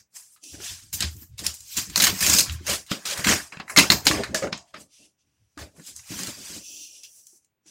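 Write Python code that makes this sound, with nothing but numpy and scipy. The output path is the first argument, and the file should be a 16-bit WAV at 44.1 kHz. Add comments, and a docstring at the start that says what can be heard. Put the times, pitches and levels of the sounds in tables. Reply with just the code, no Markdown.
"""A cardboard mailer is torn open on a table, close up, then paper sheets are drawn out of it.
Fibres crackle in clumps, glued seams and folds snap, the board flexes and booms, the table top thuds.
A smooth hollow hiss fills some quiet moments; a small furnished room answers every snap."""
import sys
import numpy as np
from scipy import signal
from scipy.fft import rfft, irfft, next_fast_len
from scipy.io import wavfile
from scipy.ndimage import uniform_filter1d, map_coordinates

SR = 44100
rng = np.random.default_rng(int(sys.argv[2]) if len(sys.argv) > 2 else 0)


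def bounce(signal):
    """Save signal as a 16-bit WAV file at the path given by the first command-line argument."""
    frames = np.transpose(np.atleast_2d(signal))
    limited = np.clip(frames, -1, 1)
    pcm = np.round(limited * 32767).astype(np.int16)
    wavfile.write(sys.argv[1], SR, pcm)


N = 339570

# pulls and slides of the hands: (peak time [s], swell [s], hold [s], fibre level [dB], base fade [s],
# then relative to the fibres: rasp [dB], card [dB], fizz [dB], sheen [dB])
PULLS = [(0.0, .01, 0.0056, -55, .095, -14, -16, -17, -9), (0.161, 0.036, 0, -47, 0.31, -9.5, -11.5, 5, -4),
         (0.328, .15, 0.021, -69.5, 0.1, -6, -26, 14, 4), (0.438, 0.03, .11, -47, 0.22, -7, -44, -4, -12),
         (0.546, .04, 0.0054, -50, 0.092, -6, -6, -7, -12),
         (0.638, 0.096, 0.058, -40.5, 0.39, -1, -10.5, -1.5, -8.5),
         (0.938, 0.015, 0, -33.5, 0.18, -5, -15, 0.5, 2.5),
         (1.027, 0.06, 0.00094, -32.5, 0.16, 5, -2.5, -7, -11.5),
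         (1.086, 0.057, 0.045, -55.5, 0.19, -6.5, -12, 1, -8),
         (1.224, 0.27, 0, -56.5, 0.16, -6.5, -9, 2, 11), (1.326, .08, .04, -76, .1, 2, -6, -3, -12),
         (1.382, 0.0083, 0.039, -48.5, 0.082, 3, -7, 3, -3),
         (1.445, 0.032, 0.028, -38, .05, -5, -7.5, 0, -8),
         (1.465, 0.025, 0.035, -43, 0.14, 1.5, -7, -10, -4.5),
         (1.5, .05, 0, -47, 0.9, -11, -19, -1.5, -9.5), (1.548, .02, 0, -47.5, 0.042, -15, -26, 6, 4.5),
         (1.723, 0.14, 0.11, -43, .1, -4.5, -19.5, -3.5, -0.5),
         (1.774, 0.031, 0.011, -30.5, 0.2, -0.5, -7, -2.5, -5),
         (1.902, 0.091, 0, -71, .1, -16, -14, -2, -10.5),
         (1.967, 0.0074, 0.05, -26.5, 0.19, -33, -12, -8, -3.5),
         (2.048, 0.14, 0.024, -28.5, 0.22, 5.5, -0.5, -4.5, 1.5),
         (2.227, 0.048, 0.024, -30, 0.33, 2, -3.5, 3.5, -0.5), (2.19, .1, 0.076, -41, .1, -19, -6.5, -9, 2),
         (2.304, .25, 0.096, -23, 0.16, -6, -10, -4, -4), (2.46, .05, 0.031, -48, 0.42, 3.5, 1.5, -21, -10),
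         (2.52, .02, 0.02, -52, 0.08, 0, -11, 7, 5), (2.694, 0.056, 0.043, -30, 0.16, 1, -3, -1, -6.5),
         (2.916, 0.035, 0.003, -36.5, 0.18, 6.5, -1, -4, -5.5),
         (3.056, 0.0067, 0.085, -35, 0.034, 0.5, -7.5, -3.5, -8.5),
         (3.2, 0.29, 0.0064, -38.5, 0.19, -2.5, 3.5, 0.5, -6.5),
         (3.243, .01, 0.015, -33.5, .1, -0.5, 0, -13, -3), (3.272, .02, 0.065, -29, 0.22, 0.5, 3, -0.5, -5),
         (3.463, .06, .02, -56, 0.11, -7, -2, -1, -14), (3.529, 0.018, 0, -55.5, 0.32, 2, 12.5, -7, -15.5),
         (3.602, 0.015, 0.0015, -63.5, 0.081, 26.5, 25, -13, -17),
         (3.703, 0.03, 0.0013, -44, 0.16, -17, 8.5, 7.5, -2.5),
         (3.78, .015, 0.012, -22.5, 0.22, 4, 1, -5, -5),
         (3.905, 0.012, 0.024, -28.5, 0.22, -7, -6, -15, -0.5),
         (4.053, .015, 0.021, -40, .1, -9, -14, 5, 1), (4.07, .005, 0, -24, 0.23, 4.5, -6.5, -3, -6.5),
         (4.154, 0.2, 0.023, -45, 0.36, 5, 10, -10, -10), (4.238, .01, 0, -46.5, 0.16, -2, 13, -3, -14),
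         (4.347, .004, 0.018, -30.5, 0.17, -5, -5, -8, -14.5),
         (4.432, 0.031, 0.019, -44.5, .1, 0, 7.5, -19, -13.5),
         (4.526, .008, 0, -42.5, 0.16, 7.5, 3, -29, -29), (4.68, .08, .03, -72, .1, 1, -3, -1, -12),
         (4.743, 0.012, 0.027, -67, .1, 18, 20.5, -12.5, -11.5),
         (4.6, .06, 0.021, -61, 0.15, -16, -14.5, -15, -25),
         (4.806, 0.082, 0.012, -54, 0.098, -3.5, -11, 3, -8.5),
         (4.934, 0.092, .125, -62, .14, -0.5, -22, 0, -20.5),
         (5.192, 0.038, 0.032, -76.5, .15, -2, -19.5, -8, -28),
         (5.27, .1, 0.18, -86.5, 0.085, 1.5, -2, -0.5, -10),
         (5.591, 0.022, 0.03, -50.5, .15, 3.5, 4.5, -0.5, -6.5),
         (5.765, 0.03, 0.046, -66, 0.094, -5, 0, 7, -12),
         (5.888, 0.12, 0.00075, -44, 0.15, -4, -16, 1.5, -7.5),
         (5.966, 0.037, 0.01, -46, 0.16, -31, -18, 0, -16.5),
         (6.119, 0.14, 0.089, -43, 0.22, -3, -5, 0.5, -5), (6.193, .03, 0.11, -43.5, 0.2, 0, -4.5, 0.5, -6),
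         (6.486, 0.74, 0.09, -43.5, 0.16, -4, -10.5, -2.5, -9),
         (6.658, 0.18, 0.19, -43.5, 0.41, -6, -39.5, -7, -11),
         (6.95, .2, 0.032, -53, .28, -3, -30, -2, -13.5),
         (7.041, 0.03, 0.01, -51.5, 0.13, 4.5, -22, -3, -4),
         (7.16, 0.47, 0.035, -56, 0.33, -18, -29, 1, -3.5),
         (7.273, .05, .1, -61.5, .1, -23.5, -27, 2, -7.5), (7.43, .05, .03, -76, .04, -20, -25, -5, -15),
         (7.675, 0.037, .05, -55.5, 0.095, -7.5, -15, -7, -20)]
PULL_FADE_SCALES = [0.77, 0.56, 0.63, 0.79, 0.64]  # (fibre, rasp, card, fizz, sheen [x base fade])
# tone of each tearing layer: (frequency [Hz], level [dB])
FIBRE_EQ = [(2820, -41), (4800, -0.5), (5830, 3), (6520, 2.5), (6890, 0.5), (8000, -2.5), (10400, -24.5),
            (17600, -120)]  # bright crackle
RASP_EQ = [(1380, -40.5), (2350, -2), (2690, -2.5), (3070, 2), (4180, -1.5), (5000, -0.5), (6500, -33),
           (11000, -120)]  # coarse upper mids
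CARD_EQ = [(380, -33.5), (650, -5), (889, -4.5), (1100, 0), (1230, -2.5), (1690, 3.5), (2600, -5.5),
           (3380, -32), (5720, -120)]  # stiff mids
FIZZ_EQ = [(4410, -35.5), (7500, 1), (10600, -2), (12800, -2.5), (15100, -3), (15700, -7.5)]  # fine top end
# tone of the smooth hiss that stands in for a layer: (frequency [Hz], level [dB])
FIBRE_HISS_EQ = [(2880, -75), (4900, -25), (5720, 1.5), (5970, 2), (6980, -11), (7430, -5), (7900, -27),
                 (10300, -47), (17400, -120)]
RASP_HISS_EQ = [(1350, -83), (2300, -14), (2540, 0.5), (2710, 4), (3320, 0.5), (3510, 1), (3780, -5.5),
                (5000, 1.5), (6500, -21), (11000, -120)]
FIZZ_HISS_EQ = [(4530, -38.5), (7700, -8.5), (8000, -4.5), (10600, -5), (12800, -17), (14900, -7.5),
                (15700, -14)]
# crossfade from crackle to hollow hiss: (time [s], hiss share of the power [0-1])
HISS_SHARE = [(0, 0.15), (.41, 0.02), (.43, 1), (.58, 0.5), (.62, 0.07), (4.86, 0.01), (4.89, 0.5),
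              (5.5, 0.8), (5.55, 0), (6.59, 0.1), (6.63, 1), (7.0, 1), (7.2, 0.7), (7.7, 0.63)]
# weight on the mailer: (peak time [s], hold [s], table rumble [dB], hollow boom [dB], flap knock [dB])
SHOVES = [(0.0, 0, -69, -73, -85.5), (0.135, 0.044, -84, -76, -81), (0.43, 0.074, -85, -62.5, -75),
          (0.533, 0.09, -53, -55.5, -55.5), (0.712, 0, -46, -53, -78), (0.827, 0.047, -55, -68, -90),
          (0.939, 0.015, -47, -48, -58), (1.008, 0.039, -37.5, -40.5, -53), (1.15, 0.012, -46, -52.5, -78),
          (1.221, 0, -51, -57, -78), (1.307, 0.047, -49, -73, -90), (1.395, 0.085, -47, -48.5, -54),
          (1.6, 0.11, -63.5, -80, -88), (3.53, 0.0085, -65, -53, -52.5), (5.889, 0, -66, -56, -66),
          (6.2, 0.061, -67, -41.5, -51.5), (1.78, 0, -39.5, -37, -69), (1.892, 0.024, -43, -49.5, -105),
          (1.975, 0.13, -39.5, -37, -43), (2.138, 0, -53, -38, -51), (2.229, 0.18, -39.5, -38, -41.5),
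          (2.483, 0.068, -39, -56, -71.5), (2.61, 0, -50, -43, -79), (2.684, 0.042, -42, -36, -35),
          (2.842, .04, -67, -70, -80), (2.921, 0.012, -78, -34.5, -38.5), (3.055, 0.18, -58.5, -56, -49.5),
          (3.192, 0, -40.5, -36, -41), (3.263, .07, -33.5, -27.5, -32.5), (3.6, 0, -51, -44.5, -52),
          (3.71, 0.055, -66, -58, -51), (3.776, 0.039, -36.5, -25, -28.5), (3.91, 0.032, -33.5, -28, -36.5),
          (4.067, 0, -35, -28, -33.5), (4.105, 0.1, -35.5, -35.5, -31.5), (4.295, 0.041, -47, -37.5, -54),
          (5.749, 0.0045, -67, -61.5, -63.5), (4.346, 0.0066, -46, -32, -29),
          (4.434, 0.039, -48, -34.5, -32), (4.53, 0.0012, -47.5, -39, -57.5),
          (4.745, 0.067, -63, -54, -56.5), (4.996, 0.072, -75, -68, -72.5), (5.25, 0.099, -77, -86, -105),
          (5.416, 0.00091, -62, -79.5, -105), (5.597, 0.04, -47.5, -47, -46),
          (5.784, 0.027, -75, -52.5, -66), (5.915, 0.082, -58, -74, -89), (6.106, 0.061, -50, -44, -57),
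          (6.28, 0.015, -49.5, -41, -49.5), (6.377, 0.036, -59, -48.5, -56.5),
          (6.497, 0.083, -56, -50.5, -56), (6.681, 0.14, -75, -64, -73), (6.88, 0.21, -81.5, -79.5, -78),
          (7.163, 0.038, -90, -82, -82), (7.352, 0, -86.5, -74, -80), (7.665, 0.042, -84, -68, -78.5)]
# resonances: (frequency [Hz], width [Hz], level [dB])
BOARD_MODES = [(1000, 57, -10), (1695, 38, 2.5), (2130, 57, -15.5), (2336, 51, -1.5), (2710, 13, 4),
               (3080, 31, -3.5), (4008, 120, -1.5), (4620, 22, -5), (5230, 100, -7.5), (5980, 62, -6),
               (6454, 84, -1.5), (7896, 260, 0.5), (7370, 40, -9.5), (9160, 27, -11.5)]  # stiff board
TABLE_MODES = [(49.6, 12, -6), (72, 11, 5), (125, 75, 0)]  # table top
HOLLOW_MODES = [(177, 58, -0.5), (251.5, 100, 0), (305, 92, -0.5)]  # air inside the mailer
FLAP_MODES = [(398, 46, -0.5), (580, 88, 7), (610, 330, 0.5)]  # loose flap
HUM_MODES = [(301, 47, 3), (211, 68, -11.5)]  # faint body of the hiss
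# air of the quiet room: (frequency [Hz], level [dB])
ROOM_TONE_EQ = [(18, -36.5), (30, -10.5), (121, 2), (383, -8), (1150, -14.5), (2540, -14), (3670, -21),
                (5730, -26), (16000, -26)]
# seams and folds letting go:
# (time [s], level [dB], pitch [Hz], length [s], treble [dB], share under 2.2 kHz [dB])
SNAPS = [(0.165, -46, 6840, 0.012, -8.5, -10), (0.362, -61.5, 1270, 0.019, -36, -2.5),
         (0.4375, -45, 4950, 0.008, -11, -30), (0.534, -51, 6070, 0.01, -14, -10),
         (0.602, -47, 1300, 0.0065, -25, 3), (0.6233, -47, 7060, 0.009, -8, -24),
         (0.9286, -30.5, 6730, 0.014, -1, -20.5), (1.0053, -21, 3380, 0.0059, -14, -17),
         (1.0238, -19.9, 4470, 0.0033, -17, -18), (1.166, -48.5, 7170, 0.0051, -7.5, -26),
         (1.229, -50.5, 5510, 0.009, 0.5, -10.5), (1.391, -35, 4110, 0.013, -10.5, -17.5),
         (1.4649, -18, 5080, 0.0057, -12, -24), (1.541, -34.5, 7900, 0.0026, -8, -36),
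         (1.606, -41, 6890, 0.0054, -8, -29), (1.6902, -48.5, 7170, 0.0062, -9, -25),
         (1.7686, -24, 6780, 0.016, -9.5, -23.5), (1.898, -39.5, 7270, 0.012, -14, -13.5),
         (1.9588, -13.5, 4300, 0.0048, -19, -13), (1.976, -19.0, 5550, 0.0064, -10.5, -12.5),
         (2.0002, -17.5, 4110, 0.0071, -16, -11), (2.005, -19, 4060, 0.0079, -18, -14),
         (2.021, -16, 3290, 0.012, -9, -14), (2.038, -15.5, 6860, 0.013, -5.5, -11.5),
         (2.0422, -20, 4150, 0.012, -7, -11.5), (2.07, -22, 3100, 0.013, -11, -6),
         (2.1747, -34.5, 5100, 0.0028, -9, -13), (2.1905, -33.0, 6330, 0.0044, -9.5, -11.5),
         (2.2063, -24, 5360, 0.012, -6, -13), (2.264, -18, 6200, 0.014, -9, -13),
         (2.2977, -15, 6430, 0.0065, -14.5, -14.5), (2.337, -20.5, 6630, 0.0068, -11, -15.5),
         (2.385, -15, 4190, 0.0075, -11, -23), (2.3963, -17.5, 6480, 0.0023, -11, -17.5),
         (2.4047, -17, 4750, 0.011, -11, -22.5), (2.4963, -28.5, 3380, 0.0033, -26, -10),
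         (2.521, -39.5, 6610, 0.009, -8.5, -12.5), (2.6665, -29.5, 5720, 0.012, -8, -9.5),
         (2.6775, -28, 5770, 0.0096, -10.5, -7.5), (2.864, -50.5, 3420, 0.021, -10.5, -17),
         (2.915, -26, 1330, 0.0057, -22.5, -2), (3.0536, -32, 3290, 0.0049, -15, -14),
         (3.075, -33.5, 3380, 0.0047, -14, -9.5), (3.109, -31.5, 4110, 0.0071, -16, -11),
         (3.175, -33, 1670, 0.011, -11, -6), (3.245, -20, 2020, 0.0051, -27, -4),
         (3.2696, -17, 1270, 0.0052, -21.5, -1), (3.291, -20, 6180, 0.016, -11.5, -6.5),
         (3.3245, -22.5, 1740, 0.0051, -14.5, -3.5), (3.5225, -38, 2360, 0.0051, -33.5, -1.5),
         (3.5699, -39, 2430, 0.0045, -42, -3), (3.5995, -34, 1160, 0.0057, -43, -0.5),
         (3.6792, -41.5, 2020, 0.0078, -24, 0), (3.6974, -32, 1140, 0.0083, -15.5, 0),
         (3.7623, -18.5, 2300, 0.015, -14, -2.5), (3.7732, -8.5, 5250, 0.0059, -20, -12),
         (3.7864, -9.5, 1850, 0.009, -17, -5), (3.7917, -13.5, 2490, 0.012, -19, -8),
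         (3.806, -22, 2560, 0.0093, -17.5, -8), (3.9017, -8.5, 3960, 0.0067, -23, -10),
         (3.9188, -15, 4860, 0.0095, -17, -7.5), (3.932, -26, 6350, 0.0066, -17, -8.5),
         (4.054, -27.5, 6730, 0.009, -12.5, -10.5), (4.0677, -9.5, 4450, 0.0055, -13, -6),
         (4.1118, -18, 1110, 0.0057, -20, -0.5), (4.235, -27, 1700, 0.01, -25.5, -2),
         (4.3452, -18, 1570, 0.0045, -19.5, -2.5), (4.4259, -30.5, 2150, 0.0028, -28.5, -0.5),
         (4.47, -37, 1480, 0.012, -36, 0), (4.5277, -23.5, 4930, 0.0047, -38, -5),
         (4.5763, -41, 6990, 0.0056, -25, -19.5), (4.742, -37, 1200, 0.0065, -45, -0.5),
         (5.5755, -41, 1310, 0.0075, -22, -1.5), (5.796, -50, 1550, 0.0065, -18, -0.5),
         (5.864, -44.2, 7290, 0.017, -8.5, -34), (5.9633, -34, 7010, 0.0025, -9, -49),
         (5.993, -47.5, 6330, 0.0097, -14, -8.5), (6.1896, -34, 6670, 0.011, -10.5, -10),
         (6.2335, -24.5, 7880, 0.002, -9, -16), (6.2701, -33.5, 4150, 0.0073, -8, -16),
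         (7.0335, -42.5, 5490, 0.0081, -16, -32.5), (7.2685, -43, 7510, 0.0029, -7, -41.5),
         (7.446, -62.5, 7490, 0.005, -11.5, -27.5), (7.6625, -58, 7210, 0.0075, -17.5, -15.5)]
# base tone of a snap: (frequency [Hz], level [dB])
SNAP_EQ = [(410, -41), (700, -15.5), (2100, -2.5), (3450, -8), (4090, -2.5), (5980, -6.5), (6730, -2),
           (14400, -20), (16000, -23.5)]
# decay of the room: (frequency [Hz], t60 [s])
ROOM_DECAY = [(200, 1), (1500, 0.1), (5000, 0.2), (14000, 0.16)]
# soft blows: (time [s], level [dB], pitch [Hz], t60 [s])
TABLE_THUDS = [(0.523, -38, 91.4, 0.17), (0.706, -39, 86, 0.25), (0.938, -33, 83, 0.2),
               (1.041, -17, 78, 0.24), (1.47, -31, 78.5, 0.19), (1.768, -34.5, 109, 0.18),
               (2.1, -26, 96.9, 0.17), (2.491, -20, 80, 0.34), (2.719, -41, 76, 0.095),
               (2.919, -39, 121, 0.14), (3.179, -37, 122, 0.34), (3.277, -27.5, 117, 0.2),
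               (3.779, -27.5, 118, 0.24), (3.905, -20.5, 78.1, 0.18), (4.129, -39.5, 82.6, 0.19),
               (4.418, -31.5, 118.4, 0.21), (5.404, -49.5, 105, 0.15), (5.598, -41, 75, 0.18),
               (6.108, -30, 116, 0.15), (6.268, -48, 110, 0.16)]  # a hand lands on the table top
MAILER_KNOCKS = [(0.542, -35, 291, 0.061), (0.601, -32.5, 371, 0.031), (1.012, -34, 194, 0.083),
                 (1.768, -34, 194, 0.085), (1.873, -41, 196, 0.14), (2.005, -35, 293, 0.051),
                 (2.126, -24.5, 191, 0.11), (2.213, -27, 175, 0.08), (2.349, -16.5, 210, 0.044),
                 (2.688, -24.5, 568, 0.05), (2.914, -13.5, 199, 0.043), (3.12, -29.5, 557, 0.06),
                 (3.266, -15, 210, 0.073), (3.299, -16.5, 207, 0.11), (3.571, -30, 167, 0.041),
                 (3.598, -37.5, 196, 0.1), (3.779, -13, 285, 0.14), (3.9, -13, 191, 0.045),
                 (4.064, -19, 312, 0.036), (4.102, -19.5, 315, 0.13), (4.134, -22, 315, 0.15),
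                 (4.343, -25.5, 630, 0.2), (4.422, -20.5, 536, 0.17), (4.444, -13.5, 584, 0.04),
                 (4.524, -28, 196, 0.078), (4.74, -38, 624, 0.072), (5.572, -35, 293, 0.096),
                 (5.797, -44, 199, 0.1), (6.117, -25, 288, 0.037), (7.33, -57.5, 355, 0.08),
                 (7.658, -55.5, 326, 0.066)]  # on the hollow mailer and its flap


def amp(db):
    """Decibels to gain."""
    return 10 ** (np.asarray(db) / 20)


def unit(x):
    """Scaled to rms 1."""
    return x / np.sqrt(np.mean(x ** 2) + 1e-20)


def along(points, hz):
    """Read (frequency [Hz], value) points on a log axis."""
    f, v = np.transpose(points)
    return np.interp(np.log(hz + 1), np.log(f + 1), v)


def filtered(x, response):
    """x through a complex frequency response."""
    m = next_fast_len(len(x) + 8192)
    return irfft(rfft(x, m) * response(np.fft.rfftfreq(m, 1 / SR)), m)[:len(x)]


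def coloured(x, eq):
    """x through an EQ curve, at rms 1."""
    return unit(filtered(x, lambda hz: amp(along(eq, hz))))


def resonance(modes, hz):
    """Response of a bank of resonators with alternating polarity."""
    return sum((-1) ** k * amp(db) * 1j * hz * width / (centre ** 2 - hz ** 2 + 1j * hz * width)
               for k, (centre, width, db) in enumerate(modes))


def resonated(x, modes, low_hz, high_hz):
    """x through resonators and a band-pass, at rms 1."""
    band = lambda hz: 1 / (1 + (hz / high_hz) ** 6) / (1 + (low_hz / (hz + 1)) ** 6)
    return unit(filtered(x, lambda hz: resonance(modes, hz) * band(hz)))


def gestures(peak_s, hold_s, level_db, swell_s, fade_s):
    """One layer's envelope: each move swells, holds and fades, about 30 dB a slope; their powers add."""
    t = np.arange(0, N + 32, 32)[:, None] / SR
    before = np.maximum(peak_s - t, 0) / swell_s
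    after = np.maximum(t - peak_s - hold_s, 0) / fade_s
    shape_db = -30 * (before ** 0.89 + after ** 0.89 + 0.12 * after ** 4)  # last term cuts the tail short
    gain = np.sqrt(np.sum(amp(level_db + shape_db) ** 2, axis=1))
    return np.interp(np.arange(N) / SR, t[:, 0], gain)


def crossfade(rough, smooth):
    """Equal-power fade between the rough sound and the smooth one, following HISS_SHARE."""
    share = np.interp(np.arange(N) / SR, *np.transpose(HISS_SHARE))
    return np.sqrt(1 - share) * rough + np.sqrt(share) * smooth


def fibre_clumps(per_s, spread_db, decay_s):
    """Envelope of fibre bundles that break at random: sudden starts, quick fades."""
    breaks = rng.random(N) < per_s / SR
    strength = amp(spread_db * np.minimum(rng.exponential(size=N), 3))
    feedback = np.exp(-1 / (decay_s * SR))
    return unit(signal.lfilter([1], [1, -feedback], breaks * strength))


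def patchy_noise(depth_db, frame):
    """Noise with patches of random gain; a longer frame gives narrower, longer patches."""
    spectra = signal.stft(rng.standard_normal(N), nperseg=frame)[2]
    patches = uniform_filter1d(rng.standard_normal(spectra.shape), size=4, axis=0)
    patches = uniform_filter1d(patches, size=3, axis=1)
    return signal.istft(spectra * amp(depth_db * unit(patches)), nperseg=frame)[1][:N]


def tearing():
    """The same breaking bundles sound in every part of the board; the harder the pull, the lumpier."""
    peak_s, swell_s, hold_s, fibre_db, fade_s, *offsets_db = np.transpose(PULLS)
    gains = [gestures(peak_s, hold_s, fibre_db + offset_db, swell_s, fade_s * scale)
             for offset_db, scale in zip([0, *offsets_db], PULL_FADE_SCALES)]
    force = np.clip((20 * np.log10(gains[0] + 1e-9) + 45) / 30, 0.1, 1)
    grain = 1 + 0.55 * force * fibre_clumps(per_s=150, spread_db=2.5, decay_s=0.003)
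    grain /= np.sqrt(uniform_filter1d(grain ** 2, size=4000))  # keep the texture, level the loudness
    crackle = grain * patchy_noise(depth_db=3, frame=512)
    crackle = filtered(crackle, lambda hz: 1 + 0.2 * resonance(BOARD_MODES, hz))
    hiss = patchy_noise(depth_db=3, frame=2048)
    fibre = crossfade(coloured(crackle, FIBRE_EQ), coloured(hiss, FIBRE_HISS_EQ))
    rasp = crossfade(coloured(crackle, RASP_EQ), coloured(hiss, RASP_HISS_EQ))
    fizz = crossfade(coloured(crackle, FIZZ_EQ), coloured(hiss, FIZZ_HISS_EQ))
    card = coloured(crackle, CARD_EQ)
    sheen = filtered(fizz, lambda hz: 1 / (1 + (12000 / (hz + 1)) ** 30))  # split off above 12 kHz
    layers = [fibre, rasp, card, fizz - sheen, unit(sheen)]
    return sum(gain * layer for gain, layer in zip(gains, layers))


def pressing():
    """Hands push the mailer about: uneven shoves shake the table top, the mailer's hollow and its flap."""
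    peak_s, hold_s, table_db, hollow_db, flap_db = np.transpose(SHOVES)
    wobble_hz, wobble_db = 40, 2.2
    knots = rng.standard_normal(int(N * wobble_hz / SR) + 4)
    wobble = map_coordinates(knots, [np.arange(N) * wobble_hz / SR])
    push = amp(wobble_db * wobble) * rng.standard_normal(N)
    rumble = resonated(rng.standard_normal(N), TABLE_MODES, low_hz=43, high_hz=140)
    boom = resonated(push, HOLLOW_MODES, low_hz=110, high_hz=430)
    flap = resonated(push, FLAP_MODES, low_hz=270, high_hz=940)
    hum = unit(filtered(rng.standard_normal(N), lambda hz: resonance(HUM_MODES, hz)))
    return (rumble * gestures(peak_s, hold_s, table_db, swell_s=0.044, fade_s=0.14)
            + crossfade(boom, hum) * gestures(peak_s, hold_s, hollow_db, swell_s=0.014, fade_s=0.11)
            + flap * gestures(peak_s, hold_s, flap_db, swell_s=0.026, fade_s=0.11))


def room_tone():
    """A bed of faint, steady air."""
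    return amp(-81) * coloured(rng.standard_normal(N), ROOM_TONE_EQ)


def snap_tone(hz, pitch_hz, treble_db, body_db):
    """One snap's EQ: a bump at its pitch, a tilt on either side, and a fresh mix of the board's modes."""
    ratio = (hz + 1) / pitch_hz
    octaves, treble_span = np.log2(ratio), np.log2(10000 / min(pitch_hz, 5000))
    bump_db = 9 * np.exp(-(np.log(ratio) / 0.17) ** 2)
    highs_db = (treble_db + 17.5) * np.clip(octaves / treble_span, 0, 1.3)
    mids_db = 0.22 * (body_db + 10) * np.clip(-octaves, 0, 2)  # little body, little middle
    modes = [(centre, width, db + rng.normal(0, 5)) for centre, width, db in BOARD_MODES]
    return amp(along(SNAP_EQ, hz) + bump_db + highs_db + mids_db) * (1 + 0.83 * resonance(modes, hz))


def snaps():
    """Seams and folds let go: each is a few milliseconds of dense noise that rings the board."""
    out, t = np.zeros(N + SR), np.arange(SR // 10) / SR
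    for start_s, db, pitch_hz, length_s, treble_db, body_db in SNAPS:
        envelope = (1 - np.exp(-t / 0.0003)) * np.exp(-(t / length_s) ** 4)
        bite = 1 + 1.2 * np.exp(-t / 0.0013)  # the first instant is the hardest
        burst = rng.standard_normal(len(t)) * envelope * bite
        burst = filtered(burst, lambda hz: snap_tone(hz, pitch_hz, treble_db, body_db))
        body = filtered(burst, lambda hz: 1 / (1 + (hz / 2200) ** 8))
        body_share = min(amp(body_db) ** 2, 0.93)
        snap = np.sqrt(body_share) * unit(body) + np.sqrt(1 - body_share) * unit(burst - body)
        out[round(start_s * SR):][:len(t)] += amp(db) * snap * np.sqrt(length_s / t[-1])
    return out[:N]


def room_reverb(x):
    """A noise tail in which each frequency dies at its own speed; a new tail every third of a second."""
    out, hop = np.zeros(N + SR), SR // 3
    for start in range(0, N, hop):
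        hz, t, spectra = signal.stft(rng.standard_normal(hop), SR, nperseg=256)
        decay = amp(-60 * t / along(ROOM_DECAY, hz)[:, None])
        tail = signal.istft(spectra * decay, SR, nperseg=256)[1]
        wet = signal.fftconvolve(x[start:start + hop], tail / np.linalg.norm(tail))
        out[start:start + len(wet)] += wet
    return out[:N]


def soft_blows(hits, attack_s, overtone_gain):
    """A struck table top or mailer gives a damped ring with a weaker, quicker upper mode."""
    out, t = np.zeros(N + SR), np.arange(SR // 2) / SR
    for start_s, db, hz, t60 in hits:
        attack, decay = 1 - np.exp(-t / attack_s), amp(-60 * t / t60)
        fundamental = np.sin(2 * np.pi * hz * t) * decay
        overtone = overtone_gain * np.sin(2 * np.pi * 2.3 * hz * t) * decay ** 2
        out[round(start_s * SR):][:len(t)] += amp(db) * attack * (fundamental + overtone)
    return out[:N]


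def scene():
    """The mono mix; only the snaps feed the reverb."""
    cracks = snaps()
    mix = tearing() + cracks + amp(-6) * room_reverb(cracks) + pressing() + room_tone()
    mix += soft_blows(TABLE_THUDS, attack_s=0.018, overtone_gain=0.05)  # the table's low ring blooms
    mix += soft_blows(MAILER_KNOCKS, attack_s=0.0012, overtone_gain=0.28)  # lighter: speaks at once
    return mix[None]


def record(dry):
    """The input soft-clips the loudest snaps and keeps nothing above its band limit."""
    ceiling, band_limit_hz = 1.05, 15800
    clipped = dry[0] / (1 + np.abs(dry[0] / ceiling) ** 8) ** (1 / 8)
    return filtered(clipped, lambda hz: hz < band_limit_hz)[None]


dry = scene()
out = record(dry)
bounce(out)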